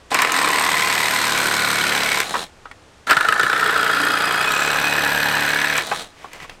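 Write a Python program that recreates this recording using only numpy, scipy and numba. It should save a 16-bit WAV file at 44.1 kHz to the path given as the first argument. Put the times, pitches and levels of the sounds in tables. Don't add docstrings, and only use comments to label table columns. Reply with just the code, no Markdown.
import sys
import numpy as np
from scipy import signal
from scipy.fft import rfft, irfft
from scipy.io import wavfile
from scipy.ndimage import uniform_filter1d, map_coordinates
from numba import njit

SR = 44100
rng = np.random.default_rng(int(sys.argv[2]) if len(sys.argv) > 2 else 0)


def int16_out(signal):
    q = np.round(np.clip(np.atleast_2d(signal).T, -1, 1) * 32767)
    wavfile.write(sys.argv[1], SR, q.astype(np.int16))


N = 291060

# (frequency [Hz], level [dB])
SLIDE_COLOUR = [(88, -34), (150, -3.5), (196, -14), (378, -9), (601, -6.5), (1510, -9.5), (2270, -6.5),
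                (4290, -17.5), (7640, -22.5), (15000, -37)]
WORKING_HZ, FREE_HZ = 38.5, 42.1


def undb(db):
    return 10 ** (np.asarray(db) / 20)


def unit(x):
    return x / np.sqrt(np.mean(x ** 2))


def steady(x, span_s=0.105):
    power = uniform_filter1d(x ** 2, int(span_s * SR))
    return x / np.sqrt(np.maximum(power, 1e-12))


def ramp(start_s, end_s):
    return np.clip((np.arange(N) / SR - start_s) / (end_s - start_s), 0, 1)


def swell(s, spread_s):
    return np.exp(-((np.arange(N) / SR - s) / spread_s) ** 2)


def burst(s, length_s):
    age = np.arange(int(.2 * SR)) / SR
    start = int(s * SR)
    gate = np.zeros(N + len(age))
    gate[start:start + len(age)] = np.exp(-age / length_s) * (1 - np.exp(-age / 0.00072))
    return gate[:N]


def tick(phase, at, length):
    return np.exp(-((phase - at) % 1) / length)


def colour(x, points, size=8192):
    hz, db = np.transpose(points)
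    octave = np.log2(np.maximum(np.arange(size // 2 + 1) * SR / size, 1))
    knots = np.log2(hz)
    outside = abs(octave - np.clip(octave, knots[0], knots[-1]))
    db = np.interp(octave, knots, db) - 24 * np.minimum(outside, 2)
    cepstrum = irfft(np.log(undb(db)))
    cepstrum[1:size // 2] *= 2
    cepstrum[size // 2 + 1:] = 0
    return signal.fftconvolve(x, irfft(np.exp(rfft(cepstrum))))[:N]


@njit
def svf(x, hz, width):
    y, band, low = np.empty(len(x)), 0., 0.
    for i in range(len(x)):
        g, k = np.tan(np.pi * hz[i] / SR), width / hz[i]
        v = (band + g * (x[i] - low)) / (1 + g * (g + k))
        band, low, y[i] = 2 * v - band, low + 2 * g * v, k * v
    return y


def grit(size=40):
    strength = undb(2.6 * rng.standard_normal(N // size + 1))
    return unit(rng.standard_normal(N) * np.repeat(strength, size)[:N])


def flutter(hz):
    return unit(signal.sosfilt(signal.butter(2, hz, fs=SR, output="sos"), rng.standard_normal(N)))


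def stroke_phase(speed):
    return np.cumsum(speed) / SR


def per_stroke(phase, count=400):
    return rng.standard_normal(count)[(phase + .23).astype(int)]


def repeating(phase, likeness, size=1200, count=260):
    keep = np.clip(likeness, 0, .995)
    fresh = rng.standard_normal((count, size))
    rows = signal.lfilter([np.sqrt(1 - keep ** 2)], [1, -keep], fresh, axis=0)
    return map_coordinates(rows.ravel(), [(phase + 20) * size], order=1)


def first_cut():
    # (time [s], rate [strokes per second])
    loaded = [(0.1, 14.26), (0.28, 43.99), (0.36, 43.68), (0.44, 32.36), (0.55, 37.65), (0.95, 38.52),
              (1.45, 36.74), (1.8, 36.57), (2.2, 35.26)]
    # (motor rattles [s], blade bites [s], shoe pressed flat [s], blade breaks through [s], trigger let go [s])
    course = (.105, .114, .36, 2.27, 2.43)
    # (strongest at [s], spread [s], frequency [Hz], glide [Hz], width [Hz], level [dB])
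    rings = [(.4, 0.18, 296, 10, 70, 5.5), (.45, 0.83, 1030, -50, 130, 5), (.8, 0.28, 2010, 88, 170, 1.5),
             (.95, 0.25, 2460, 0, 55, 3), (1.62, 0.33, 1460, -47, 169, 6), (2.1, 0.54, 2200, 15, 170, -0.5)]
    blade = [(.36, 0.23, 8250, 0, 700, 1), (1.05, 0.13, 13200, -200, 700, 1), (2., 0.26, 2970, 0, 600, -1)]
    # (frequency [Hz], level [dB])
    wood = [(180, -27), (300, -4), (434, -6), (868, -1), (1020, 2.5), (1210, 0.5), (1520, 3), (1830, 3),
            (2280, 2.5), (2860, -4), (4000, -28), (5200, -9), (8800, -120)]
    teeth = [(1800, -66.5), (3000, 1.5), (3800, 3), (5400, -3.5), (7000, -6), (8400, -1), (10400, -20.5),
             (11700, -11), (13000, -10.5), (15800, -28.5)]
    pallet = [(36, -15), (75, -28), (112, -5.5), (150, -7), (185, -2), (222, -3), (265, -4.5), (295, -12.5),
              (335, -1), (410, -8), (560, -5.5), (800, -19.5)]
    overtones = [-39, -47.5, -45, -47.5, -52, -61]
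    speed = motor_speed(loaded, course)
    saw = cut(speed, course, rings, wood, blade, teeth, pallet, overtones,
              tear_db=-21.0, drone_db=-40.0, rasp_db=-25.5, click_db=-7.0, likeness=0.3)
    saw += slaps(speed, course, wood, rings, teeth, pallet, hop_db=-11, settle_s=0.16, thud_db=-0.5)
    return saw + mechanism(speed, course, rattle_db=-29.0, fade_db_per_s=424)


def second_cut():
    # (time [s], rate [strokes per second])
    loaded = [(3.06, 28.38), (3.2, 24.73), (3.55, 31.3), (3.8, 29.17), (4.42, 29.25), (4.55, 35.97),
              (5.3, 36.16), (5.5, 36.44), (5.78, 35.87)]
    # (motor rattles [s], blade bites [s], shoe pressed flat [s], blade breaks through [s], trigger let go [s])
    course = (3.068, 3.07, 3.6, 5.85, 6.018)
    # (strongest at [s], spread [s], frequency [Hz], glide [Hz], width [Hz], level [dB])
    rings = [(3.1, 0.71, 1350, 17, 133.5, 15), (3.2, 0.81, 1770, 7, 150, 4), (3.75, 0.43, 437, -4, 45, 5),
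             (4.05, 0.15, 265, -2, 35, 15.5), (4.12, 0.44, 1345, -45, 170, 9),
             (4.8, 0.75, 2510, -21, 60.3, 15), (5.25, 0.33, 887, 40, 170, 0),
             (5.35, 0.42, 1790, 135, 260, 4.5), (5.74, 0.28, 2380, 60, 626, 5)]
    blade = [(4.6, 0.13, 7200, 150, 900, 10), (5.15, 0.19, 12700, 0, 1300, 10),
             (5.75, 0.18, 2780, 0, 710, -7)]
    # (frequency [Hz], level [dB])
    wood = [(180, -53.5), (300, -4), (505, -6.5), (562, -3), (730, -4), (946, -0.5), (1130, -2.5),
            (1660, 4.5), (1940, -3.5), (2460, -7.5), (4000, -29.5), (5200, -69), (8800, -120)]
    teeth = [(1800, 4), (3000, 11.5), (4000, 7.5), (5400, 1), (6700, -9.5), (7900, 2), (10400, -13.5),
             (12300, -7.5), (13300, -7.5), (15800, -21)]
    pallet = [(30, -25), (58, -4), (88, -24), (110, -3.5), (145, 3), (183, 1.5), (222, 0.5), (263, -3),
              (295, 4), (350, -7.5), (440, -5.5), (580, 2.5), (800, -21.5)]
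    overtones = [-40.5, -44.5, -57, -63, -53, -58]
    speed = motor_speed(loaded, course)
    saw = cut(speed, course, rings, wood, blade, teeth, pallet, overtones,
              tear_db=-20.0, drone_db=-39, rasp_db=-27.0, click_db=-12.0, likeness=0.34)
    saw += slaps(speed, course, wood, rings, teeth, pallet, hop_db=-13.5, settle_s=0.052, thud_db=-3)
    return saw + mechanism(speed, course, rattle_db=-31.5, fade_db_per_s=253)


def motor_speed(loaded, course):
    recover_s, slow_s = 0.17, .14
    end_s, release_s = loaded[-1][0], course[-1]
    free = [(end_s + recover_s, FREE_HZ), (release_s, FREE_HZ), (release_s + slow_s, FREE_HZ / 2)]
    s, rate = np.transpose(list(loaded) + free)
    t = np.arange(N) / SR
    return np.interp(t, s, rate) * (t >= loaded[0][0])


def cut(speed, course, rings, wood, blade, teeth, pallet, overtones, tear_db, drone_db, rasp_db, click_db, likeness):
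    # (share of the cycle, tearing [dB], rasp [dB])
    stroke = [(0, 5.5, 9.5), (.12, 2.5, 5.5), (.27, -5.5, -4), (.36, 1, 0), (.41, -18, -1), (.5, 4.5, -3.5),
              (.6, -3.5, 6.5), (.77, -0.5, -12.5), (.89, 2, 4)]
    break_s = 0.088
    phase = stroke_phase(speed)
    _, bite_s, _, through_s, _ = course
    in_wood = ramp(bite_s, bite_s + 0.0079) * (1 - ramp(through_s - break_s, through_s))
    tear_level, drone_level, rasp_level = feed(speed, course)
    place, tear_force, rasp_force = np.transpose(stroke)
    tear_gate = undb(np.interp(phase % 1, place, tear_force, period=1) + .5 * per_stroke(phase))
    rasp_gate = undb(np.interp(phase % 1, place, rasp_force, period=1) + .5 * per_stroke(phase))
    tear = steady(board(tear_gate * repeating(phase, likeness), wood, rings))
    rasp = board(rasp_gate * grit(), teeth, blade)
    click = tick(phase, at=.37, length=0.12) * undb(2 * per_stroke(phase)) * rng.standard_normal(N)
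    click = np.diff(colour(click, teeth), prepend=0)
    rasp = steady(unit(rasp) + undb(click_db) * unit(click))
    drone = steady(colour(shaking(phase), pallet))
    sawing = undb(tear_db) * tear_level * tear
    sawing += undb(drone_db) * drone_level * drone
    sawing += undb(rasp_db) * rasp_level * rasp
    return in_wood * (sawing + whine(speed, overtones, bite_s))


def feed(speed, course):
    skim_tear_db, skim_drone_db, skim_rasp_db = -3, -10, -18.5
    fresh_db, fresh_spread_s = 2.5, 0.53
    loose_db, loose_before_s, loose_spread_s = 6.5, 0.64, 0.53
    breakout_dip_db, breakout_before_s, breakout_spread_s = -1.5, 0.15, 0.041
    rasp_db_per_hz = 0.32
    _, bite_s, flat_s, through_s, _ = course
    skim = 1 - ramp(bite_s, flat_s) ** 10.0
    breakout_db = breakout_dip_db * swell(through_s - breakout_before_s, breakout_spread_s)
    tear_db = skim_tear_db * skim + fresh_db * swell(flat_s, fresh_spread_s) + breakout_db
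    drone_db = skim_drone_db * skim + loose_db * swell(through_s - loose_before_s, loose_spread_s)
    rasp_db = skim_rasp_db * skim + rasp_db_per_hz * (speed - WORKING_HZ) + breakout_db
    return undb([tear_db, drone_db, rasp_db])


def board(x, body, rings):
    x, t = colour(x, body), np.arange(N) / SR
    out = x.copy()
    for s, spread_s, hz, glide_hz, width_hz, db in rings:
        centre_hz = hz + glide_hz * np.tanh((t - s) / spread_s)
        out += undb(db) * swell(s, spread_s) * svf(x, centre_hz, float(width_hz))
    return out


def whine(speed, overtones, bite_s):
    turns_per_stroke = 55.7
    start_db, build_s, db_per_hz, flutter_hz = -18, .9, -.6, 58
    phase = stroke_phase(speed)
    effort_db = start_db * (1 - ramp(bite_s, bite_s + build_s))
    effort_db += db_per_hz * (np.maximum(speed, FREE_HZ / 2) - WORKING_HZ)
    load = (1.05 + .8 * np.cos(2 * np.pi * phase)) * undb(effort_db)
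    angle = 2 * np.pi * turns_per_stroke * (phase + .0013 * np.sin(2 * np.pi * phase))
    tone = np.zeros(N)
    for k, db in enumerate(overtones, 2):
        smeared = flutter(flutter_hz) * np.sin(k * angle) + flutter(flutter_hz) * np.cos(k * angle)
        tone += undb(db) * smeared
    return load * tone


def shaking(phase, count=22):
    jolts = sum(np.sin(2 * np.pi * (k * phase + rng.random())) for k in range(1, count))
    loose = repeating(phase, likeness=0.87) * (1 + 3 * tick(phase, at=0.18, length=0.25))
    return unit(jolts) + undb(-7) * unit(loose)


def slaps(speed, course, wood, rings, teeth, pallet, hop_db, settle_s, thud_db, metal_db=-10):
    # (time [s], level [dB], decay [s])
    hard_slaps = [(.115, -21, .025), (.144, -13, .016), (.19, -12, .014), (.22, -10, .011),
                  (.341, -11, .005), (2.117, -11, .004), (2.172, -17, .006), (2.201, -14, .007),
                  (3.07, -16, .004), (3.097, -5, .007), (3.108, -4, .011), (3.167, -4, .006),
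                  (3.286, -5, .005), (3.396, -5, .005), (3.431, -6, .006), (3.529, -9, .005),
                  (5.78, -15, .015)]
    hop_at, hop_length, hop_scatter_db = .92, 0.12, 3.5
    phase = stroke_phase(speed)
    _, _, flat_s, through_s, _ = course
    hopping = (phase > hop_at) * (1 - ramp(flat_s - settle_s, flat_s + settle_s))
    hop_strength = undb(hop_db + hop_scatter_db * per_stroke(phase))
    hops = hopping * tick(phase, hop_at, hop_length) * hop_strength
    hardest = sum(undb(db) * burst(s, length_s) for s, db, length_s in hard_slaps if s < through_s)
    hardest = (speed > 0) * hardest
    blows = np.maximum(hops, hardest)
    energy = np.maximum(uniform_filter1d(blows ** 2, int(.03 * SR)), 0)
    ring = steady(board(blows * rng.standard_normal(N), wood, rings), span_s=.03)
    thud = colour(hardest * rng.standard_normal(N), pallet)
    metal = blows * unit(colour(grit(), teeth))
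    return np.sqrt(energy) * ring + undb(thud_db) * thud + undb(metal_db) * metal


def mechanism(speed, course, rattle_db, fade_db_per_s, clack=2.0):
    # (frequency [Hz], level [dB])
    housing = [(88, -42), (150, -5), (445, -6.5), (681, -1), (912, -3.5), (1450, -4), (2700, -11),
               (3980, -3), (4840, -13), (8660, -14), (15500, -32.5)]
    rattle_db_per_hz = 0.4
    phase, t = stroke_phase(speed), np.arange(N) / SR
    db = rattle_db + rattle_db_per_hz * np.maximum(speed - WORKING_HZ, 0)
    db = db - fade_db_per_s * np.maximum(t - course[-1], 0)
    gate = 1 + clack * (tick(phase, at=.39, length=0.08) + tick(phase, at=0.94, length=0.025))
    return (t > course[0]) * undb(db) * unit(colour(gate * grit(), housing))


def metal_clicks():
    # (time [s], level [dB])
    clicks = [(.144, -5), (.219, -4), (0.32, -5.5), (2.202, -9), (3.109, -4.5), (5.778, -9), (5.868, -19),
              (6.332, -24)]
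    # (frequency [Hz], level [dB])
    click_colour = [(2000, 7), (4000, -4), (8000, 5), (10500, -8), (13000, -3), (15800, -17)]
    contact = sum(undb(db) * burst(s, length_s=0.0018) for s, db in clicks)
    return contact * unit(colour(rng.standard_normal(N), click_colour))


def knocks(size=9000):
    # (time [s], level [dB], main ring [Hz], crack against level [dB], decay [s])
    bumps = [(0.115, -19, 740, -15, 0.014), (2.34, -13, 1260, -40, 0.0077), (2.352, -14, 1330, -30, 0.009),
             (2.654, -27, 1270, -45, 0.0071), (2.713, -25.5, 1820, -3, 0.0033),
             (5.914, -13, 1150, -12.5, 0.013), (6.243, -27, 1084, -36, 0.013),
             (6.334, -42, 1820, 10, 0.0049), (6.401, -26, 2020, -4, 0.0028),
             (6.445, -31, 1100, -15, 0.0091), (6.495, -28.5, 2700, -1, .005)]
    # (frequency [multiple of main ring], width [multiple of main ring], level [dB])
    modes = [(.27, 0.028, 5), (.46, 0.14, 7.5), (.69, 0.21, -5), (.8, 0.29, 18), (1, .05, 23),
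             (1.3, 0.32, -6), (1.75, .2, -36)]
    out, crack = np.zeros(N), unit(colour(grit(), SLIDE_COLOUR))
    for s, db, hz, crack_db, length_s in bumps:
        contact = undb(db) * burst(s, length_s)
        span = slice(int(s * SR), int(s * SR) + size)
        push = contact[span] * rng.standard_normal(size)[:len(contact[span])]
        ring = np.zeros(len(push))
        for ratio, width, mode_db in modes:
            mode_hz = np.full(len(push), float(ratio * hz))
            ring += undb(mode_db) * svf(push, mode_hz, float(width * hz))
        ring = signal.sosfilt(signal.butter(2, 2 * hz, fs=SR, output="sos"), ring)
        out[span] += ring * np.linalg.norm(push) / np.linalg.norm(ring)
        out += undb(crack_db) * contact * crack
    return out


def slide():
    # (strongest at [s], spread [s], level [dB])
    pushes = [(6.231, 0.077, -44), (6.36, 0.037, -39), (6.43, 0.024, -36.5), (6.51, 0.056, -46)]
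    level = sum(undb(db) * swell(s, spread_s) for s, spread_s, db in pushes)
    return level * unit(colour(grit(), SLIDE_COLOUR))


def surroundings(x, tail_db=-15, t60_s=0.094, count=8000):
    age = np.arange(count) / SR
    scatter = signal.lfilter([1], [1, -.6], rng.standard_normal(count))
    tail = scatter * 1000 ** (-age / t60_s) * (age > .003)
    return x + undb(tail_db) * signal.fftconvolve(x, tail / np.linalg.norm(tail))[:N]


def garden():
    # (frequency [Hz], level [dB])
    hush = [(12, -38), (20, 8.5), (41, -28), (56, -7), (72, -4.5), (139, -15.5), (445, -14.5), (1420, -19),
            (3010, -25), (3860, -27), (5690, -29.5), (8620, -33.5), (15000, -55)]
    return undb(-48) * unit(colour(rng.standard_normal(N), hush))


def scene():
    close = first_cut() + second_cut() + metal_clicks() + knocks() + slide()
    return (surroundings(close) + garden())[None]


def record(dry):
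    top_hz = 15900
    rounded = 1.15 * np.tanh(dry / 1.15)
    return signal.sosfilt(signal.ellip(10, .2, 80, top_hz, fs=SR, output="sos"), rounded)


dry = scene()
out = record(dry)
int16_out(out)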